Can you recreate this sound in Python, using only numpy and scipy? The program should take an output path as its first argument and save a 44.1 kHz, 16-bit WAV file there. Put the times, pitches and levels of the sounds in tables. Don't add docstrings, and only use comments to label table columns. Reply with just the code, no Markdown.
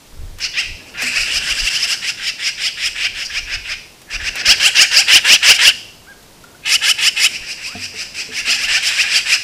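import sys
import numpy as np
from scipy import signal
from scipy.fft import rfft, irfft, next_fast_len
from scipy.io import wavfile
from scipy.ndimage import map_coordinates

SR = 44100
rng = np.random.default_rng(int(sys.argv[2]) if len(sys.argv) > 2 else 0)


def generate_wav(signal):
    frames = np.transpose(np.atleast_2d(signal))
    scaled = np.clip(frames, -1, 1) * 32767
    pcm = np.round(scaled).astype(np.int16)
    wavfile.write(sys.argv[1], SR, pcm)


def undo_db(level):
    steps = np.asarray(level, float) / 20
    return 10 ** steps


N = 415863

# pitch top t/s, length before it/s, peak level/dB, top pitch f/Hz
FLOCK_NOTES = [(0.466, 0.07, -18, 767), (0.611, 0.079, -13.5, 824), (1.041, 0.07, -19, 733),
               (1.09, 0.24, -18.5, 708), (1.185, 0.077, -15.5, 733), (1.234, 0.073, -17.5, 768),
               (1.385, 0.13, -14.5, 798), (1.526, 0.13, -14.5, 717), (1.613, 0.17, -18, 754),
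               (1.689, 0.078, -15.5, 775), (1.776, 0.083, -15.5, 794), (1.857, 0.082, -17, 738),
               (1.945, 0.08, -14, 825), (2.106, 0.091, -17, 750), (2.3, 0.13, -18, 707),
               (2.493, 0.11, -16.5, 825), (2.683, 0.11, -16, 838), (2.878, 0.11, -16.5, 834),
               (3.071, 0.12, -18, 822), (3.238, 0.097, -22, 776), (3.27, 0.041, -23, 814),
               (3.394, 0.098, -18.5, 745), (3.558, 0.09, -20, 768), (3.74, 0.099, -21, 772),
               (4.166, 0.07, -19.5, 712), (4.294, 0.099, -17, 744), (4.421, 0.073, -16.5, 753)]
CLOSE_NOTES = [(4.523, 0.073, -2.5, 862), (4.682, 0.089, -4.5, 854), (4.835, 0.092, -3.5, 814),
               (5.006, 0.1, -4.5, 834.4), (5.174, 0.1, -1.5, 829), (5.35, 0.11, -2.5, 854),
               (5.519, 0.097, -2, 800.5), (5.566, 0.076, -15, 812), (5.693, 0.11, -2.5, 787.4),
               (6.76, 0.11, -8.5, 768), (6.916, 0.1, -7, 764), (7.087, 0.11, -8, 777.5),
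               (7.267, 0.11, -8.5, 775)]
TREE_NOTES = [(7.375, 0.083, -22.5, 811), (7.531, 0.12, -23, 820), (7.691, 0.12, -23, 872),
              (7.861, 0.23, -23.5, 840), (8.032, 0.1, -21.5, 825), (8.223, 0.084, -19.5, 849),
              (8.407, 0.092, -19.5, 732), (8.526, 0.077, -13, 894), (8.566, 0.049, -18.5, 842),
              (8.656, 0.077, -17, 769), (8.785, 0.11, -15.5, 818), (8.889, 0.069, -14, 871),
              (9.032, 0.17, -11.5, 846), (9.184, 0.19, -10, 808), (9.352, 0.1, -10, 763),
              (0.9, 0.11, -39.5, 755)]
# t from the top/s, share of top pitch
PITCH_SWEEP = [(-.13, .5), (-.09, .57), (-.05, .65), (-.025, .78), (0, 0.99), (.004, 0.96), (.013, .76),
               (.024, .6)]
# start t/s, fall/s, echo level/dB, clear share,
BOUTS = [(.2, 0.012, -7.5, 0.57, -7), (.53, 0.017, -5.5, 0.84, -14), (.8, 0.0099, -1, 1, -8),
         (1.3, 0.0097, -8, 0.6, -5.5), (2, 0.015, -9.5, 0.56, -7.5), (3, 0.0069, -9.5, 0.57, -4.5),
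         (3.254, 0.0061, -4.5, 0.75, -10), (3.33, 0.0061, -7.5, 0.54, -9.5), (4, 0.0022, -7.5, 0.44, -7.5),
         (4.47, 0.021, -12, 0.81, -6.5), (5.08, 0.019, -17, 0.75, -7), (6.3, 0.0089, -15.5, 0.74, -7),
         (7.32, 0.0089, -4.5, 0.3, -7.5), (8.3, 0.018, -6.5, 0.62, -7), (8.7, 0.0077, -6.5, 0.46, 0),
         (8.83, 0.032, -3.5, 0.56, -7), (8.95, 0.022, -9, 0.54, -7.5)]
# chest, deep throat, shallow throat, sizzle, brightness level/dB
VOICES = [(-1.5, -1.5, -1.5, -5, 1), (-1.5, 2, -1, -6.5, 0.5), (5, 1.5, -5, -2, 2.5),
          (1, -4.5, 1, 0.5, 1.5), (1.5, 3.5, 2.5, -1, 4.5), (3, 2, -0.5, -1, -1.4),
          (18, 2, -0.5, -0.5, 32.5), (4.5, 4.5, -3, -4, 2.3), (2, -5, -7, -2, -6.2),
          (-0.5, -3.5, -2, -1, 1.5), (0.5, -1.5, 1, 1, 2.5), (0.5, 2, 3, 2.5, 4.8),
          (-2.5, -2, -7.5, -1.5, 1.2), (3, 2.5, 0, 1.5, 3.4), (5, 1, -1, -1, 0), (-1, 0.5, 0, 5.5, -1),
          (0.5, -1, -4, 0.5, -0.2)]
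# number, level/dB
OVERTONES = [(1, 2.5), (2, .5), (3, -1), (4, 5), (5, -5), (6, -3.5), (7, -4.5), (9, -10), (12, -15)]
# f/Hz, level per Hz/dB
CHEST = [(250, -46), (500, -22), (800, -14), (1070, -17), (1400, -4), (1700, 5.5), (2100, -0.5),
         (2600, -7.5), (4000, -48)]
DEEP_THROAT = [(1200, -39.5), (1900, -9.5), (2250, -6), (2500, -2), (2750, -0.5), (3200, -21),
               (4000, -16.5), (6000, -44.5)]
SHALLOW_THROAT = [(1500, -43.5), (2400, -13.5), (2750, 2.5), (2950, -1.5), (3200, -5.5), (3600, -12),
                  (4200, -19), (6000, -51.5)]
BEAK = [(3600, -25), (4300, -10), (4750, -1.5), (5100, 1.5), (5600, -3.5), (6100, -8.5), (8000, -38.5)]
SIZZLE = [(5000, -31), (6300, -17), (7200, 1.5), (7900, 6), (8600, -1), (9500, -6.5), (11000, -14.5),
          (15400, -30)]
# start t/s, end t/s, lag/ms, level/dB
GROUND_BOUNCES = [
    (.5, .7, .6, -11),
    (2.2, 3, .575, -9),
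    (3, 3.8, .6, -13),
    (6.3, 7.32, 2.352, -6),
]
# f/Hz, t60/s
TRUNK_T60 = [(500, 0.32), (2500, 0.62), (5000, 0.68), (10000, 0.58)]
# t/s, length/s, level/dB, pitch f/Hz, arch share, rise share
PEEPS = [
    (6.067, 0.068, -37, 814, 0.19, 0.034),
    (6.439, 0.011, -35.5, 705, .03, 0.011),
    (6.546, 0.011, -41, 730, .03, 0.068),
    (7.663, 0.11, -40, 670, 0.0091, 0.33),
]
# t/s, level/dB, trunk mode level/dB, box mode level/dB
KNOCKS = [
    (1.032, -43.5, 11.5, -4),
    (7.751, -31.5, -3, -13),
    (7.939, -46, -18, 2),
    (8.288, -50, 11, 8),
    (8.475, -49.5, 12, 3),
]
# f/Hz, level/dB, t60/s
PERCH_MODES = [(94.5, -3, 0.67), (205, 6.5, 0.11), (248.3, 1, 0.45), (439, 10, 0.18), (706, 5.5, 0.085)]
# t/s, peak level/dB
TICKS = [
    (0.0594, -48),
    (0.182, -50),
    (0.386, -13),
    (1.0207, -0.5),
    (4.0167, -19),
    (4.3547, -4),
    (4.58, -11),
    (6.2267, -24),
    (6.438, -20),
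]
# t/s, peak level/dB, half width/s
GUSTS = [(.25, -24.5, .06), (.45, -44, .04), (.72, -32, 0.033), (1.05, -50, 0.066), (1.21, -38.5, .03),
         (1.39, -38, .04), (1.52, -30.5, 0.013), (1.63, -34, 0.021), (1.78, -53, 0.034), (3.0, -48, .15),
         (3.18, -41, 0.017), (3.55, -37.5, 0.16), (4.22, -35, 0.062), (4.49, -22, 0.0076),
         (5.16, -51, 0.027), (6.85, -74, 0.13), (7.41, -41, 0.0199), (8.72, -43, 0.044)]
# t/s, peak level/dB, half width/s
FLURRIES = [
    (1.35, -53, 0.4),
    (4.5, -46.5, 0.1),
    (5.2, -58.5, 0.81),
    (7.04, -56, .3),
    (8.8, -62, 0.95),
]
# f/Hz, level per Hz/dB
BUFFET = [(12, -25), (20, 6), (67, -5.5), (125, -15.5), (168, -34), (300, -48), (390, -66), (660, -120)]
MURMUR = [(60, 1.5), (150, 0.5), (400, -2.5), (1000, -10), (2500, -30), (5000, -44)]
HISS = [(500, -0.5), (1500, -1), (5000, -0.5), (11000, -7), (15000, -11)]

LEAD_S = .15
USUAL_LENGTH_S, SWELL_DB_PER_S = .1, 90
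CALM_BUFFET_DB, CALM_AIR_DB = -54.5, -51.5
TOP_HZ = 15500


def rattle(notes):
    out = np.zeros(N)
    shapes = (CHEST, DEEP_THROAT, SHALLOW_THROAT, BEAK, SIZZLE)
    tract = np.array([response(shape) for shape in shapes])
    for s, length_s, db, top_hz in notes:
        bout = sum(row[0] < s for row in BOUTS) - 1
        fall_s, echo_db, clear, opening_db = BOUTS[bout][1:]
        chest_db, deep_db, shallow_db, sizzle_db, bright_db = VOICES[bout]
        opening_db = opening_db - SWELL_DB_PER_S * (length_s - USUAL_LENGTH_S)
        source, effort_db = note(top_hz, length_s, opening_db, clear, fall_s)
        level_db = db - 0.5 - 10 * np.log10(1 + undo_db(2 * bright_db))
        shares_db = np.array([
            chest_db - 8.0 - 0.45 * effort_db,
            deep_db - 0.27 * effort_db,
            shallow_db + 0.069 * effort_db,
            bright_db + 2.5 + 0.98 * effort_db,
            bright_db + sizzle_db - 2.5 + 0.84 * effort_db])
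        wander_db = 1.7 * wobble(35, len(tract) * len(source)).reshape(len(tract), -1)
        driven = undo_db(level_db + shares_db + wander_db) * source
        heard = signal.fftconvolve(driven, tract, axes=1).sum(axis=0)
        add(out, s - LEAD_S, bounced(heard, s))
        add(out, s - LEAD_S, undo_db(echo_db) * echoes(heard, gap_s=.004))
    return out


def note(top_hz, length_s, opening_db, clear, fall_s):
    t = np.arange(SR // 5) / SR - LEAD_S
    clear = np.clip(clear, .5, .85) * np.interp(t, [-.06, -.03], [.65, 1])
    jitter = (.05 - .045 * clear) * wobble(500, len(t))
    pitch_hz = top_hz * np.interp(t, *np.transpose(PITCH_SWEEP)) * (1 + jitter)
    phase = 2 * np.pi * np.cumsum(pitch_hz) / SR

    k = np.arange(1, 13)[:, None]
    tuned = np.where(k == 4, np.interp(t, [-.06, -.035], [0, 1]), 1)
    unrest = np.where(k == 4, 1 - .4 * tuned, np.minimum(.45 + k / 7, 1.3))
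    breaks, drift = wobble(80, 2 * k.size * len(t)).reshape(2, k.size, -1) * unrest
    strength = undo_db(tuned * np.interp(k, *np.transpose(OVERTONES)) + 4.5 * breaks - 2.5)
    angle = k * phase + 1.1 * drift + rng.uniform(0, 6.3, k.shape)
    pulses = np.sqrt(4 * pitch_hz / SR) * np.sum(strength * np.cos(angle), axis=0)

    rasp = unit(rng.standard_normal(len(t)) * (1 + 0.15 * np.cos(phase)))
    share = np.sqrt(1 - clear)
    rasp = share * rasp + (1 - share) * coloured(rasp, [(5000, -40), (7000, 0), (20000, 0)])

    start, peak = -length_s, -min(.018, length_s / 2)
    times = [start - .045, start - .035, start - .002, start + .008, peak, 0, fall_s, 2 * fall_s]
    levels_db = [-70, opening_db - 40.5, opening_db - 20.5, opening_db - 1.0, 0, -2.5, -14, -60]
    effort_db = np.interp(t, times, levels_db)
    sound = undo_db(effort_db + 0.37 * wobble(200.1, len(t))) * (np.sqrt(clear) * pulses + rasp)
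    return sound, np.clip(effort_db + 35 * np.minimum(t, 0), -30, 0)


def bounced(x, s):
    hz = np.fft.rfftfreq(len(x), 1 / SR)
    for start, end, lag_ms, db in GROUND_BOUNCES:
        if start < s < end:
            comb = 1 + undo_db(db) * np.exp(-2j * np.pi * hz * lag_ms / 1000)
            return irfft(rfft(x) * comb, len(x)) / np.hypot(1, undo_db(db))
    return x


def echoes(x, gap_s):
    hz, t, z = signal.stft(rng.standard_normal(SR // 2), SR, nperseg=256)
    t60 = np.interp(hz, *np.transpose(TRUNK_T60))[:, None]
    decay = undo_db(-60 * t / t60) * (1 - np.exp(-t / gap_s))
    tail = signal.istft(z * decay, SR, nperseg=256)[1]
    return signal.fftconvolve(x, tail / np.linalg.norm(tail))


def peeps():
    out = np.zeros(N)
    for s, length_s, db, hz, arch, rise in PEEPS:
        u = np.linspace(-1, 1, round(length_s * SR))
        phase = 2 * np.pi * np.cumsum(hz * (1 - arch * np.abs(u) ** 3 + rise * u)) / SR
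        overtones = np.sin(2 * phase) + undo_db(-5) * u ** 2 * np.sin(3 * phase) + undo_db(-16) * np.sin(phase)
        tone = undo_db(db) * np.sqrt(1 - u ** 2) * overtones
        add(out, s, tone)
        add(out, s, undo_db(-5) * echoes(tone, gap_s=.005))
    return out


def knocks():
    out, t = np.zeros(N), np.arange(SR // 2) / SR
    for s, db, trunk_db, box_db in KNOCKS:
        ring = np.zeros(len(t))
        for (hz, mode_db, t60), extra_db in zip(PERCH_MODES, [0, 0, trunk_db, box_db, 0]):
            ring += undo_db(mode_db + extra_db - 60 * t / t60) * np.sin(2 * np.pi * hz * t)
        add(out, s, undo_db(db) * ring * (1 - np.exp(-t / 0.001)))
    return out


def ticks():
    out, t = np.zeros(N), np.arange(SR // 20) / SR
    for s, db in TICKS:
        add(out, s, undo_db(db - 20.0 - 60 * t / 0.059) * rng.standard_normal(len(t)))
    return coloured(out, HISS)


def air():
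    noise = rng.standard_normal((3, N))
    buffet = swells(GUSTS, CALM_BUFFET_DB) * unit(undo_db(4 * wobble(14, N)) * coloured(noise[0], BUFFET))
    murmur = swells(FLURRIES, CALM_AIR_DB) * undo_db(2.0 + 1.0 * wobble(6.0, N)) * coloured(noise[1], MURMUR)
    hiss = undo_db(-47.5 + 0.11 * wobble(3.9, N)) * coloured(noise[2], HISS)
    return buffet + murmur + hiss


def swells(rows, calm_db):
    t = np.arange(0, N / SR, .002)
    level = undo_db(calm_db) + sum(undo_db(db) * np.exp(-.5 * ((t - s) / width_s) ** 2) for s, db, width_s in rows)
    return np.interp(np.arange(N) / SR, t, level)


def wobble(rate_hz, size):
    knots = rng.standard_normal(size // 64 + 4)
    return map_coordinates(knots, [np.arange(size) * min(rate_hz, 600) / SR], order=1)


def along(points, hz):
    f, db = np.transpose([(1, -120), *points, (SR, -120)])
    return np.interp(np.log(hz + 1), np.log(f + 1), db)


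def response(points):
    size = 4096
    cepstrum = irfft(np.log(undo_db(along(points, np.fft.rfftfreq(size, 1 / SR)))))
    cepstrum[1:size // 2] *= 2
    cepstrum[size // 2 + 1:] = 0
    ring = irfft(np.exp(rfft(cepstrum)))[:size // 2]
    return ring / np.linalg.norm(ring)


def coloured(x, points):
    return signal.fftconvolve(x, response(points))[:len(x)]


def unit(x):
    return x / np.sqrt(np.mean(x ** 2) + 1e-20)


def add(track, s, x):
    part = track[round(s * SR):][:len(x)]
    part += x[:len(part)]


def scene():
    birds = rattle(FLOCK_NOTES + CLOSE_NOTES + TREE_NOTES) + peeps()
    return (birds + knocks() + ticks() + air())[None]


def band_limit(x):
    return signal.sosfilt(signal.butter(12, 15600, fs=SR, output="sos"), x)


def record(dry):
    size = next_fast_len(N)
    saturated = dry / (1 + np.abs(dry / 1.05) ** 6) ** (1 / 6)
    passed = np.fft.rfftfreq(size, 1 / SR) < TOP_HZ
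    band = irfft(rfft(saturated, size) * passed, size)[:, :N]
    return band_limit(np.clip(1.037 * band, -1, 1))


dry = scene()
out = record(dry)
generate_wav(out)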